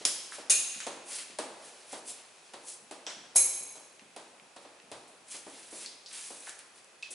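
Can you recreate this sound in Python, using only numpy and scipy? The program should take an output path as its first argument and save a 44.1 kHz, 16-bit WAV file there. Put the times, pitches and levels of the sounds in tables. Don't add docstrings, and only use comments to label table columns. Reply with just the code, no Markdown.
import sys
import numpy as np
from scipy import signal
from scipy.fft import rfft, irfft, next_fast_len
from scipy.io import wavfile
from scipy.ndimage import map_coordinates

SR = 44100
rng = np.random.default_rng(int(sys.argv[2]) if len(sys.argv) > 2 else 0)


def materialize(psi):
    bounded = np.clip(np.atleast_2d(psi).T, -1, 1)
    quanta = np.round(bounded * 32767).astype(np.int16)
    wavfile.write(sys.argv[1], SR, quanta)


def natural_amplitude(level_db):
    exponent = np.asarray(level_db, float) / 20
    return 10 ** exponent


N = 314857

# fastest moment t/s, rasp level/dB, length/s, drag level relative to rasp/dB
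STROKES = [(.005, -57, 0.13, 7), (0.341, -44.5, 0.048, -4), (0.397, -54, 0.065, -1),
           (1.141, -38.5, .11, -8.5), (1.207, -49, 0.073, 0), (1.3, -67, 0.11, 12),
           (1.658, -55.5, 0.16, -2), (1.807, -62, 0.17, 1.5), (1.935, -48, 0.1, -4.5),
           (2.097, -39.5, 0.066, -19), (2.19, -71.5, 0.16, 14), (2.36, -67, 0.093, 3.5),
           (2.47, -66, .12, 5.5), (2.702, -44, 0.1, -25), (4.634, -63.5, 0.024, 6), (5.34, -44, 0.093, -4),
           (5.58, -53.5, 0.3, -3), (5.753, -47, 0.073, -17), (5.825, -45, 0.089, -5), (5.91, -63, .07, 0),
           (6.157, -45, 0.099, -2.5), (6.256, -44.5, 0.12, -11.5), (6.361, -51.5, 0.092, -10),
           (6.433, -49.5, 0.059, -8), (6.485, -45.5, 0.042, -4), (6.54, -59, 0.052, -3),
           (6.597, -58, 0.032, 4), (6.777, -58.5, 0.057, -2.5), (7.124, -43, 0.026, -12)]
# f/Hz, density level/dB per Hz
RASP_SPECTRUM = [(1470, -24), (2500, -12.5), (2830, -11.5), (4180, -8), (5910, -4.5), (10100, 3),
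                 (11200, -1.5), (14600, -43), (22000, -120)]
# f/Hz, density level/dB per Hz
DRAG_SPECTRUM = [(600, -15.5), (1200, -10.5), (2200, -4), (4000, -4.5), (6500, -6.5), (11000, -17)]
# t/s, boom peak level/dB, snap relative level/dB, hardness/dB per octave
THUDS = [(0.009, -50.5, -5, -11), (0.052, -42.5, 27.5, -7), (0.383, -42.5, -8, -0.5),
         (0.497, -41.5, -8, 0.5), (0.867, -35.5, 9, 0.5), (1.387, -33, 9.5, 1), (1.929, -38.5, 5.5, 0),
         (2.536, -40.5, 4.5, 3.5), (2.911, -41, 7, 2.5), (3.067, -42, -6, 4.5), (3.356, -33.5, -9, 5),
         (3.755, -49, 9, 3.5), (4.163, -41.5, 7, 3.5), (4.563, -46, 3.5, 3.5), (4.648, -49, -10, 2.5),
         (4.916, -38.5, 6, 4), (5.346, -49, -3, -1), (5.466, -45, -2, -10), (5.723, -50, -10, -12),
         (6.304, -46, 3, -1)]
# f/Hz, density level/dB per Hz
PANEL_SPECTRUM = [(60, -23), (150, -20.5), (300, -3.5), (550, 1.5), (850, -1), (1150, -14), (2000, -20),
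                  (4000, -21), (8000, -71.5)]
# t/s, peak level/dB, centre f/Hz, width/share of centre, room level/dB
TICKS = [(.322, -34, 1500, 0.95, -2), (.746, -32.5, 4000, 2.3, 3.5), (.803, -33, 2380, 1.7, 3.5),
         (.804, -26.5, 7140, 0.5, 0.5), (3.097, -38.5, 4580, 1.5, 9), (3.995, -39.5, 2410, 0.98, -2.5),
         (4.398, -44.5, 2450, .45, -9), (4.8, -46, 2560, .45, -6), (4.92, -53, 111, 1, -1),
         (5.078, -47.5, 9500, 0.66, 6), (5.499, -37, 8060, 0.84, -7), (5.861, -27.5, 4550, 0.54, -1),
         (6.061, -35, 4670, 0.54, 3.5), (6.406, -34.5, 9000, 0.51, -12), (6.471, -37.5, 1710, 0.62, 1.5),
         (6.476, -42.5, 810, 0.83, -8), (6.494, -27, 8000, 1.1, -3.5), (6.591, -29, 9900, 0.61, -7),
         (6.845, -44, 8050, .95, -6), (7.026, -31.5, 3700, 1.07, 2), (7.029, -32.5, 2580, 0.05, -7.5),
         (7.105, -58, 347, 1.3, 7), (7.106, -35.5, 9000, 0.55, 9)]
# t/s, peak level/dB
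BUMPS = [
    (0.761, -51.5),
    (1.3, -52),
    (2.822, -60),
    (3.168, -53),
    (3.609, -55.5),
    (4.02, -54.5),
    (4.42, -59.5),
    (4.84, -57),
]
# t/s, ring level/dB, crack level/dB, room level/dB
CLINKS = [
    [(.0515, -10, -14, -5.5), (.057, -25, -10.5, -6.5)],
    [(.498, -15, -8.5, 5.5)],
    [(3.066, -26.5, -38, -2.5)],
    [(3.352, -51, -26, 8), (3.359, -12, -13.5, 3.5), (3.53, -43, -40, 13)],
]
# f/Hz, width/Hz, level/dB
PART_MODES = [
    [(3130, 330, 0), (5280, 570, 7), (6800, 830, 4), (10530, 1450, 6.5)],
    [(2463, 48, -1.5), (2775, 96, -5.5), (3670, 220, -10), (4170, 78, -9), (4970, 95, -21), (6280, 25, 8.5),
     (6660, 95, 7.5), (6660, 46, -7), (7400, 88, -3), (7560, 54, -6), (8840, 110, 0.5), (9230, 220, 2.5),
     (9100, 71, 0), (10470, 510, 0)],
    [(1500, 890, -4.5), (3360, 620, 0.5), (5700, 530, 3.5), (8030, 450, -4)],
    [(2230, 83, -20.5), (2490, 58, -20), (4020, 43, -14.5), (5500, 110, -15), (6470, 110, -2),
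     (7570, 110, -11), (8020, 47, -5), (8410, 105, -2), (9260, 99, -21), (10540, 91, 6), (10700, 38, -26.5)],
]
# f/Hz, density level/dB per Hz
HUSH_SPECTRUM = [(15, -56), (25, -28.5), (161, -4), (290, -3.5), (356, 1.5), (564, 3.5), (2300, -1),
                 (2550, 5), (2750, -1), (3930, -3), (10100, -4), (11200, -3), (14600, -44), (22000, -120)]
# f/Hz, correlation/1
LIKENESS = [(60, 1), (170, 0.97), (490, 0.92), (1200, 0.68), (2500, 0.64), (5000, 0.63), (9000, 0.79)]
# f/Hz, t60/s
ROOM_T60 = [(150, 1.14), (500, 1.61), (1500, 1.48), (4000, 1.15), (7000, 0.89), (11000, 0.72)]
# f/Hz, gain level/dB
MIC_RESPONSE = [(30, -27), (100, -8), (250, 4.5), (10900, 1), (11100, -11), (11300, -44), (13000, -47),
                (20000, -72)]


def unit(x):
    return x / np.sqrt(np.mean(x ** 2) + 1e-20)


def along(points, hz):
    f, value = np.transpose(points)
    return np.interp(np.log(hz + 1), np.log(f + 1), value)


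def filtered(x, response):
    m = next_fast_len(x.shape[-1] + 8192)
    spectrum = rfft(x, m) * response(np.fft.rfftfreq(m, 1 / SR))
    return irfft(spectrum, m)[..., :x.shape[-1]]


def spread(pair, share):
    def turn(hz):
        return np.arccos(np.clip(share * along(LIKENESS, hz), -1, 1)) / 2

    mid, side = filtered(pair, lambda hz: np.array([np.cos(turn(hz)), np.sin(turn(hz))]))
    return np.array([mid + side, mid - side])


def modes(table):
    def response(f):
        total = 0
        for k, (centre, width, db) in enumerate(table):
            resonance = 1j * f * width / (centre * centre - f * f + 1j * f * width)
            total = total + (-1) ** k * natural_amplitude(db) * resonance
        return total
    return response


def burst(t60, response):
    t = np.arange(SR // 8) / SR
    rattle = rng.standard_normal(len(t)) * natural_amplitude(-60 * t / t60)
    impulse = t == 0
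    direct, walls = filtered(np.array([rattle, impulse]), response)
    direct = direct / np.abs(direct).max()
    return np.array([direct, walls * np.linalg.norm(direct) / np.linalg.norm(walls)])


def add(bus, s, sound):
    start = round(s * SR)
    bus[:, start:][:, :sound.shape[1]] += sound[:, :N - start]


def hush():
    noise = filtered(rng.standard_normal((2, N)),
                     lambda hz: natural_amplitude(along(HUSH_SPECTRUM, hz) - along(MIC_RESPONSE[:3], hz)))
    return natural_amplitude(-61) * unit(spread(noise, 0.67))


def room(spot, wet_db):
    direct, walls = spot
    hz, t, z = signal.stft(rng.standard_normal((2, SR)), SR, nperseg=256)
    decay = natural_amplitude(-60 * t / along(ROOM_T60, hz)[:, None])
    tail = signal.istft(z * decay, SR, nperseg=256)[1]
    early = 1 + 1.4 * natural_amplitude(-60 * np.arange(tail.shape[1]) / SR / 0.32)
    tail = spread(tail * early, 1.04)
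    tail = tail / np.linalg.norm(tail[0])
    delayed = np.pad(walls, (130, 0))[None]
    wet = signal.fftconvolve(delayed, tail, axes=1)[:, :N]
    return direct + natural_amplitude(wet_db) * wet


def ticks():
    spots = np.zeros((2, 2, N))
    bumps = [(s, db, 176, 1, -1.5) for s, db in BUMPS]
    for k, (s, db, hz, share, room_db) in enumerate([*TICKS, *bumps]):
        body = modes([(hz, share * hz, 0)])
        tick = burst(0.0065, lambda f: body(f) ** 2)
        add(spots[k % len(spots)], s, natural_amplitude(db) * natural_amplitude([[0], [room_db]]) * tick)
    return spots


def thuds():
    spots = np.zeros((3, 2, N))
    for k, (s, db, snap_db, hard_db) in enumerate(THUDS):
        boom = burst(0.067, lambda f: natural_amplitude(along(PANEL_SPECTRUM, f) + hard_db * np.log2((f + 150) / 700)))
        snap = burst(0.016, modes([(3250, 4600, -9.5), (9500, 2500, -3.5)]))
        add(spots[k % len(spots)], s, natural_amplitude(db) * boom)
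        add(spots[k % len(spots) - 1], s, natural_amplitude(db + snap_db) * snap * natural_amplitude([[0], [-4]]))
    return spots


def clinks():
    spots = np.zeros((2, 2, N))
    for part, blows in zip(PART_MODES, CLINKS):
        for s, ring_db, crack_db, room_db in blows:
            crack = burst(0.0025, modes([(9400, 7400, 0)]))
            ring = burst(0.011, modes(part))
            to_room = natural_amplitude([[0], [room_db]])
            add(spots[0], s, natural_amplitude(ring_db) * ring * to_room)
            add(spots[1], s, natural_amplitude(crack_db) * crack * to_room)
    return spots


def fibres(spectrum, per_s, scatter_db):
    caught = rng.random(N) < per_s / SR
    size = natural_amplitude(scatter_db * rng.exponential(size=N)) * rng.standard_normal(N)
    clumps = map_coordinates(rng.standard_normal(N // 400 + 4), [np.arange(N) / 400])
    clicks = caught * size * natural_amplitude(1.76 * clumps)
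    return unit(filtered(clicks, lambda hz: natural_amplitude(along(spectrum, hz))))


def cloth():
    s, db, length, drag_db = np.transpose(STROKES)[..., None]
    t = np.arange(0, N, 64) / SR
    rise_share, ends_db, drag_lag_s = 0.53, -9, 0.0059

    def swell(late):
        phase = late / np.where(late < 0, rise_share * length, (1 - rise_share) * length)
        return db + ends_db * phase ** 2

    def smooth(level):
        return np.interp(np.arange(N) / SR, t, level)

    rasp_level = smooth(natural_amplitude(swell(t - s)).sum(0))
    drag_level = smooth(natural_amplitude(swell(t - s - drag_lag_s) + drag_db).sum(0))
    rasp = rasp_level * fibres(RASP_SPECTRUM, 14000, 1.5)
    drag = drag_level * fibres(DRAG_SPECTRUM, 12000, 1.2)
    return natural_amplitude(-2.5) * rasp + natural_amplitude(-2.6) * drag


def scene():
    wipe = cloth()
    hits = [(thuds(), 6), (ticks(), 3), (clinks(), 7)]  # source, room level/dB
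    heard = sum(room(spot, wet_db) for spots, wet_db in hits for spot in spots)
    return heard + room((wipe, wipe), -2.5) + hush()


def band_limit(x):
    return signal.sosfilt(signal.butter(12, 12320, fs=SR, output="sos"), x)


def record(dry):
    mix = filtered(dry, lambda hz: natural_amplitude(along(MIC_RESPONSE, hz)))
    return band_limit(mix)


dry = scene()
out = record(dry)
materialize(out)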